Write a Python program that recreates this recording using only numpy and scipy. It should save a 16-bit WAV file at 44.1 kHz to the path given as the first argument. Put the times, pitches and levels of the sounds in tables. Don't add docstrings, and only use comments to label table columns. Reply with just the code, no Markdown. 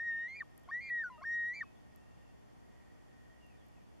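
import sys
import numpy as np
from scipy import signal
from scipy.fft import rfft, irfft, next_fast_len
from scipy.io import wavfile
from scipy.ndimage import map_coordinates

SR = 44100
rng = np.random.default_rng(int(sys.argv[2]) if len(sys.argv) > 2 else 0)


def to_wav(sig):
    pcm = np.clip(np.atleast_2d(sig), -1, 1) * 32767
    pcm = np.round(pcm).astype(np.int16)
    wavfile.write(sys.argv[1], SR, pcm.T)


N = 176400


def amp(db):
    return 10 ** (np.asarray(db) / 20)


def unit(x):
    return x / np.sqrt(np.mean(x ** 2) + 1e-20)


def along(points, hz):
    f, v = np.transpose(points)
    return np.interp(np.log(hz + 1), np.log(f + 1), v)


def filtered(x, response):
    m = next_fast_len(N + SR // 2)
    spectrum = rfft(x, m) * response(np.fft.rfftfreq(m, 1 / SR))
    return irfft(spectrum, m)[..., :N]


def noise(colour):
    return unit(filtered(rng.standard_normal(N), lambda hz: amp(along(colour, hz))))


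def wobble(t, rate):
    return map_coordinates(rng.standard_normal(4096), [t * rate], mode="wrap")


def note(rows, fade_s):
    s, *cols = np.transpose(rows)
    first = max(0, int((s[0] - fade_s) * SR))
    last = min(N, int((s[-1] + fade_s) * SR))
    t = np.arange(first, last) / SR
    to_edge = np.minimum(t - s[0], s[-1] - t)
    gate = np.sin(np.pi / 2 * np.clip(to_edge / fade_s + .5, 0, 1)) ** 2
    return (t, gate, *[np.interp(t, s, c) for c in cols])


def glide(row):
    start, end, hz0, hz1, db0, db1 = row
    return [(start, hz0, db0), (end, hz1, db1)]


def add(out, t, x):
    out[np.round(t * SR).astype(int)] += x


def oscillator(t, hz, db, jitter):
    shimmer_db = 0.16
    phase = 2 * np.pi * np.cumsum(hz * (1 + jitter * wobble(t, 350))) / SR
    return np.sqrt(2) * amp(db + shimmer_db * wobble(t, 200)) * np.exp(1j * phase)


def overtones(t, z, size, levels_db, rich_db=0):
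    waver_db = 3.7
    # (t/s, level/dB)
    brightness = [(0, 1.5), (.06, 1), (.15, -8.5), (.27, -0.5), (.38, -9.5), (.7, 3), (.78, 3),
                  (.84, -13.5), (.97, -11.5), (1.05, -0.5), (1.15, -3.5), (1.28, 9.5), (1.42, -8),
                  (1.52, 3), (1.58, 3)]
    bright_db = np.interp(t, *np.transpose(brightness))
    total = 0
    for k, db in enumerate(levels_db, 2):
        level_db = db + rich_db + bright_db * (k > 2) + waver_db * wobble(t, 30)
        total = total + size * amp(level_db) * ((z / size) ** k).imag
    return total


def tail(delay, t60):
    t = np.arange(N) / SR
    decay = (t > delay) * amp(-60 * abs(t - delay) / t60)
    return unit(rng.standard_normal(N) * decay) / np.sqrt(N)


def yelp(row):
    # (share of the length, f/Hz, level/dB re the peak)
    yelp_shape = [(0, 1993, -6.5), (.25, 1860, 0), (.6, 1825, -2.5), (1, 1731, -7.5)]
    start, length, peak_db = row
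    return [(start + share * length, hz, peak_db + db) for share, hz, db in yelp_shape]


def loon():
    # (t/s, f/Hz, level/dB of the fundamental)
    held = [
        [(0.0, 1812, -38.5), (0.046, 1884, -40.5), (0.086, 1864, -35.5), (0.136, 1822, -38),
         (0.196, 1841, -39.5), (0.26, 1894, -41), (0.278, 1952, -44)],
        [(0.714, 1778, -44), (0.728, 1849, -39), (0.752, 1911, -37), (0.796, 1980, -43), (0.806, 2020, -45.5)],
        [(0.902, 1934, -39.5), (0.91, 1927, -36), (0.982, 1885, -36.5), (1.016, 1819, -37.5),
         (1.035, 1734, -42.5)],
        [(1.25, 1821, -43.5), (1.268, 1832, -39), (1.302, 1866, -37), (1.358, 1883, -35.5), (1.44, 1869, -36.5),
         (1.504, 1921, -38.5), (1.534, 1985, -43.5)],
    ]
    # (start t/s, length/s, peak level/dB of the fundamental)
    yelps = [(.405, .017, -37), (1.608, 0.01995, -35.5)]
    # (t/s, f/Hz, level/dB of the fundamental)
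    sink = [(1.037, 1574, -38), (1.048, 1505, -40), (1.066, 1460, -41.5), (1.085, 1422, -49),
            (1.097, 1358, -59)]
    # (start t/s, end t/s, from f/Hz, to f/Hz, from level/dB, to level/dB)
    low_steps = [(.421, .425, 1557, 1430, -48.5, -55), (0.423, .434, 1260, 1100, -53, -54.5),
                 (0.677, 0.693, 689, 760, -60.5, -66), (0.688, 0.709, 1030, 1190, -48, -48.5),
                 (0.711, 0.722, 1578, 1740, -50.5, -55), (1.1, 1.181, 1036, 918, -51.5, -63),
                 (1.179, 1.21, 613, 635, -64.5, -63.5), (1.212, 1.22, 644, 730, -56.5, -57.5),
                 (1.218, 1.237, 1012, 1150, -54, -45.5), (1.24, 1.249, 1578, 1650, -46, -43.5),
                 (1.628, 1.634, 1582, 1440, -48, -58), (1.631, 1.642, 1246, 1090, -48.5, -54)]
    # (t/s, lower voice f/Hz, its level/dB, upper voice f/Hz, its level/dB, roughness 0-1)
    breaks = [
        [(.28, 2060, -48, 2330, -76, 0.2), (.335, 2147, -48, 2385, -73, 0.2),
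         (.358, 2210, -50.5, 2419, -57, .4), (.37, 2232, -53.5, 2410, -48, .5),
         (.378, 2244, -71, 2420, -51, .2), (.39, 2178, -71.5, 2350, -49, .3),
         (.405, 2087, -50, 2320, -57.5, 0.8)],
        [(.807, 2145, -47, 2381, -66.5, .5), (.83, 2148, -51.5, 2374, -51, .15),
         (.878, 2120, -48, 2392, -50.5, .15), (.889, 2090, -50, 2352, -50.5, 1),
         (.902, 1960, -42.5, 2405, -53.5, 0.6)],
        [(1.535, 2140, -47, 2338, -81, 0.4), (1.548, 2085, -49.5, 2335, -52.5, 0.8),
         (1.562, 2205, -59, 2345, -47.5, 0.9), (1.582, 2240, -59, 2330, -47, 0.4),
         (1.609, 2118, -54, 2263, -51.5, 1)],
    ]
    clear_db = [-37.5, -40.5, -52]
    sink_db = [-43.5, -35.5, -34]
    low_register_db = [-11.5, -24, -26.5, -30]
    high_db = [-20, -24.5, -49.5]
    # (f/Hz, level/dB)
    throat = [(1250, 9), (1800, -7.5), (2200, -0.5), (2800, -2.5), (3300, -11), (3750, 1), (4000, -6.5),
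              (4300, -2), (4700, 3.5), (5100, -5), (5650, 2.5), (6200, -3), (7500, -3), (8200, -6)]
    low_fall_db_per_octave, low_ref_hz = 15.5, 930
    flip_s = .004
    jitter, high_jitter = 0.0011, 0.012
    sideband_db = -13.5
    linger_hz, linger_db = 1965, -56

    tone, upper = np.zeros(N), np.zeros(N)
    notes = [(rows, clear_db, 0) for rows in list(held) + [yelp(row) for row in yelps]]
    notes += [(sink, sink_db, 0)]
    notes += [(glide(row), low_register_db, low_fall_db_per_octave) for row in low_steps]
    for rows, levels_db, fall_db in notes:
        t, gate, hz, db = note(rows, flip_s)
        z = oscillator(t, hz, db, jitter)
        rich_db = -fall_db * np.log2(np.maximum(hz / low_ref_hz, .9))
        add(tone, t, gate * z.imag)
        add(upper, t, gate * overtones(t, z, abs(z), levels_db, rich_db))

    for rows in breaks:
        t, gate, low_hz, low_db, up_hz, up_db, rough = note(rows, flip_s)
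        low = oscillator(t, low_hz, low_db, high_jitter * rough)
        up = oscillator(t, up_hz, up_db, high_jitter * rough)
        size = np.hypot(abs(low), abs(up))
        sideband = amp(sideband_db) * low ** 2 * up.conj() / size ** 2
        linger = rough * oscillator(t, linger_hz, linger_db, high_jitter)
        z = low + up - sideband + linger
        add(tone, t, gate * z.imag)
        add(upper, t, gate * overtones(t, z, size, high_db))
    return tone + filtered(upper, lambda hz: amp(along(throat, hz)))


def background():
    # (f/Hz, relative level/dB per Hz)
    air_mid = [(20, -16.5), (60, 2.5), (100, -2), (180, -4), (450, -11), (750, -6), (1300, -14.5),
               (2500, -19), (3500, -21), (3950, -29.5), (4400, -24), (7400, -27), (7950, -31.5),
               (8400, -30), (12500, -32.5), (15000, -45.5)]
    air_side = [(20, -3.5), (45, -4), (78, 1.5), (110, -3.5), (190, -1.5), (290, -9), (470, -10),
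                (700, -14.5), (1100, -19), (1800, -27.5), (3400, -31), (3950, -42.5), (4400, -35),
                (7400, -38.5), (7950, -43.5), (8400, -40.5), (12500, -45), (15000, -53)]
    mid_db, side_db = -69, -60
    # (f/Hz, common level/dB, opposed level/dB)
    hum = [(64.8, -81.5, -72), (77.4, -88, -78), (119.3, -83.5, -68.5), (182.3, -88.5, -78.5),
           (240, -84, -71), (297, -85, -72), (359.5, -89.5, -76), (419, -90, -80), (475.5, -89, -80.5),
           (619, -88.5, -89), (720, -87, -90)]
    t = np.arange(N) / SR
    mid, side = amp(mid_db) * noise(air_mid), amp(side_db) * noise(air_side)
    for hz, hum_mid_db, hum_side_db in hum:
        phase = 2 * np.pi * (hz * t + rng.random()) + 0.57 * wobble(t, 5.5)
        mid = mid + np.sqrt(2) * amp(hum_mid_db) * np.sin(phase)
        side = side + np.sqrt(2) * amp(hum_side_db) * np.cos(phase)
    return np.array([mid + side, mid - side])


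def shore(call):
    # (t/s, level/dB)
    echo_swell = [(.5, 3.5), (1.7, -0.5), (2.1, -3.5), (2.55, -1.5), (2.801, 1.5), (3.079, 0), (3.2, 2),
                  (3.421, 0.5), (3.65, 2.5), (3.9, 3)]
    woods = amp(-35) * tail(delay=.03, t60=9)
    far_shore = amp(-36.5) * tail(delay=1.8, t60=3.26)
    swell = amp(np.interp(np.arange(N) / SR, *np.transpose(echo_swell)))
    return swell * signal.fftconvolve(call, woods + far_shore)[:N]


def songbird():
    # (start t/s, end t/s, from f/Hz, to f/Hz, from level/dB, to level/dB)
    whistles = [(.1, .15, 2746, 2835, -72, -77.5), (.16, 0.197, 2800, 2590, -81, -71.5),
                (.16, 0.296, 2914, 2880, -75, -78.5), (0.269, 0.319, 3650, 3050, -77, -76.5),
                (0.632, .68, 3470, 2800, -79, -80), (0.766, 0.919, 2940, 3560, -82, -80.5),
                (1.121, 1.212, 2810, 2696, -74, -73.5), (1.63, 1.694, 2600, 2520, -74, -80),
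                (1.755, 1.77, 3620, 3250, -72, -77), (3.31, 3.366, 3230, 3030, -82, -88),
                (3.4, 3.466, 2870, 2745, -77.5, -70.5), (3.47, 3.555, 2780, 2370, -77.5, -78),
                (3.58, 3.626, 3660, 3150, -76, -80.5), (3.75, 3.807, 2810, 2310, -79, -81)]
    trill_start_s, trill_end_s, trill_per_s = 1.96, 2.33, 25
    trill_hz, trill_db = 2730, -78
    blur_t60_s, wet_db, dry_db = 0.28, -2, -2.5

    out = np.zeros(N)
    for row in whistles:
        t, gate, hz, db = note(glide(row), fade_s=.012)
        add(out, t, gate * oscillator(t, hz, db + 2 * wobble(t, 60), jitter=.008).imag)

    trill = [(trill_start_s, trill_hz, trill_db), (trill_end_s, trill_hz, trill_db)]
    t, gate, hz, db = note(trill, fade_s=.04)
    pulses = np.sin(np.pi * trill_per_s * t) ** 2
    add(out, t, gate * pulses * oscillator(t, hz, db, jitter=0.019).imag)

    blur = np.array([signal.fftconvolve(out, tail(0, blur_t60_s))[:N] for ear in range(2)])
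    return amp(dry_db) * out + amp(wet_db) * blur


def ticks():
    # (t/s, peak level/dB before the trim)
    tick_peaks = [(0.5784, -51.5), (0.597, -64), (0.635, -62.5), (0.9038, -70), (1.4855, -59),
                  (1.9604, -54), (3.466, -65), (3.6651, -70), (3.685, -64)]
    # (f/Hz, relative level/dB)
    tick_colour = [(1500, -41), (3000, -18), (9000, -15.5), (11800, 0), (14000, -11), (16000, -21)]
    rise_s, fall_s, trim_db = .002, 0.0076, -2
    t = np.arange(N) / SR
    envelope = 0
    for s, db in tick_peaks:
        drop_db = 60 * np.maximum((t - s) / fall_s, (s - t) / rise_s)
        envelope = envelope + amp(db + trim_db - drop_db)
    return envelope * np.array([noise(tick_colour), noise(tick_colour)])


def scene():
    # (f/Hz, level/dB)
    pan = [(1000, 1.5), (1850, 0.8), (1950, 1.3), (2150, -3.5), (2380, 0), (5000, 0)]
    lag_s = .000022
    call = loon()
    sides = np.array([[.5], [-.5]])

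    def to_microphones(hz):
        return amp(sides * along(pan, hz)) * np.exp(-2j * np.pi * hz * sides * lag_s)

    direct = filtered(call, to_microphones)
    answer = shore(call) + sides * shore(call)
    return direct + answer + songbird() + ticks() + background()


def record(dry):
    return filtered(dry, lambda hz: hz < 15000)


dry = scene()
out = record(dry)
to_wav(out)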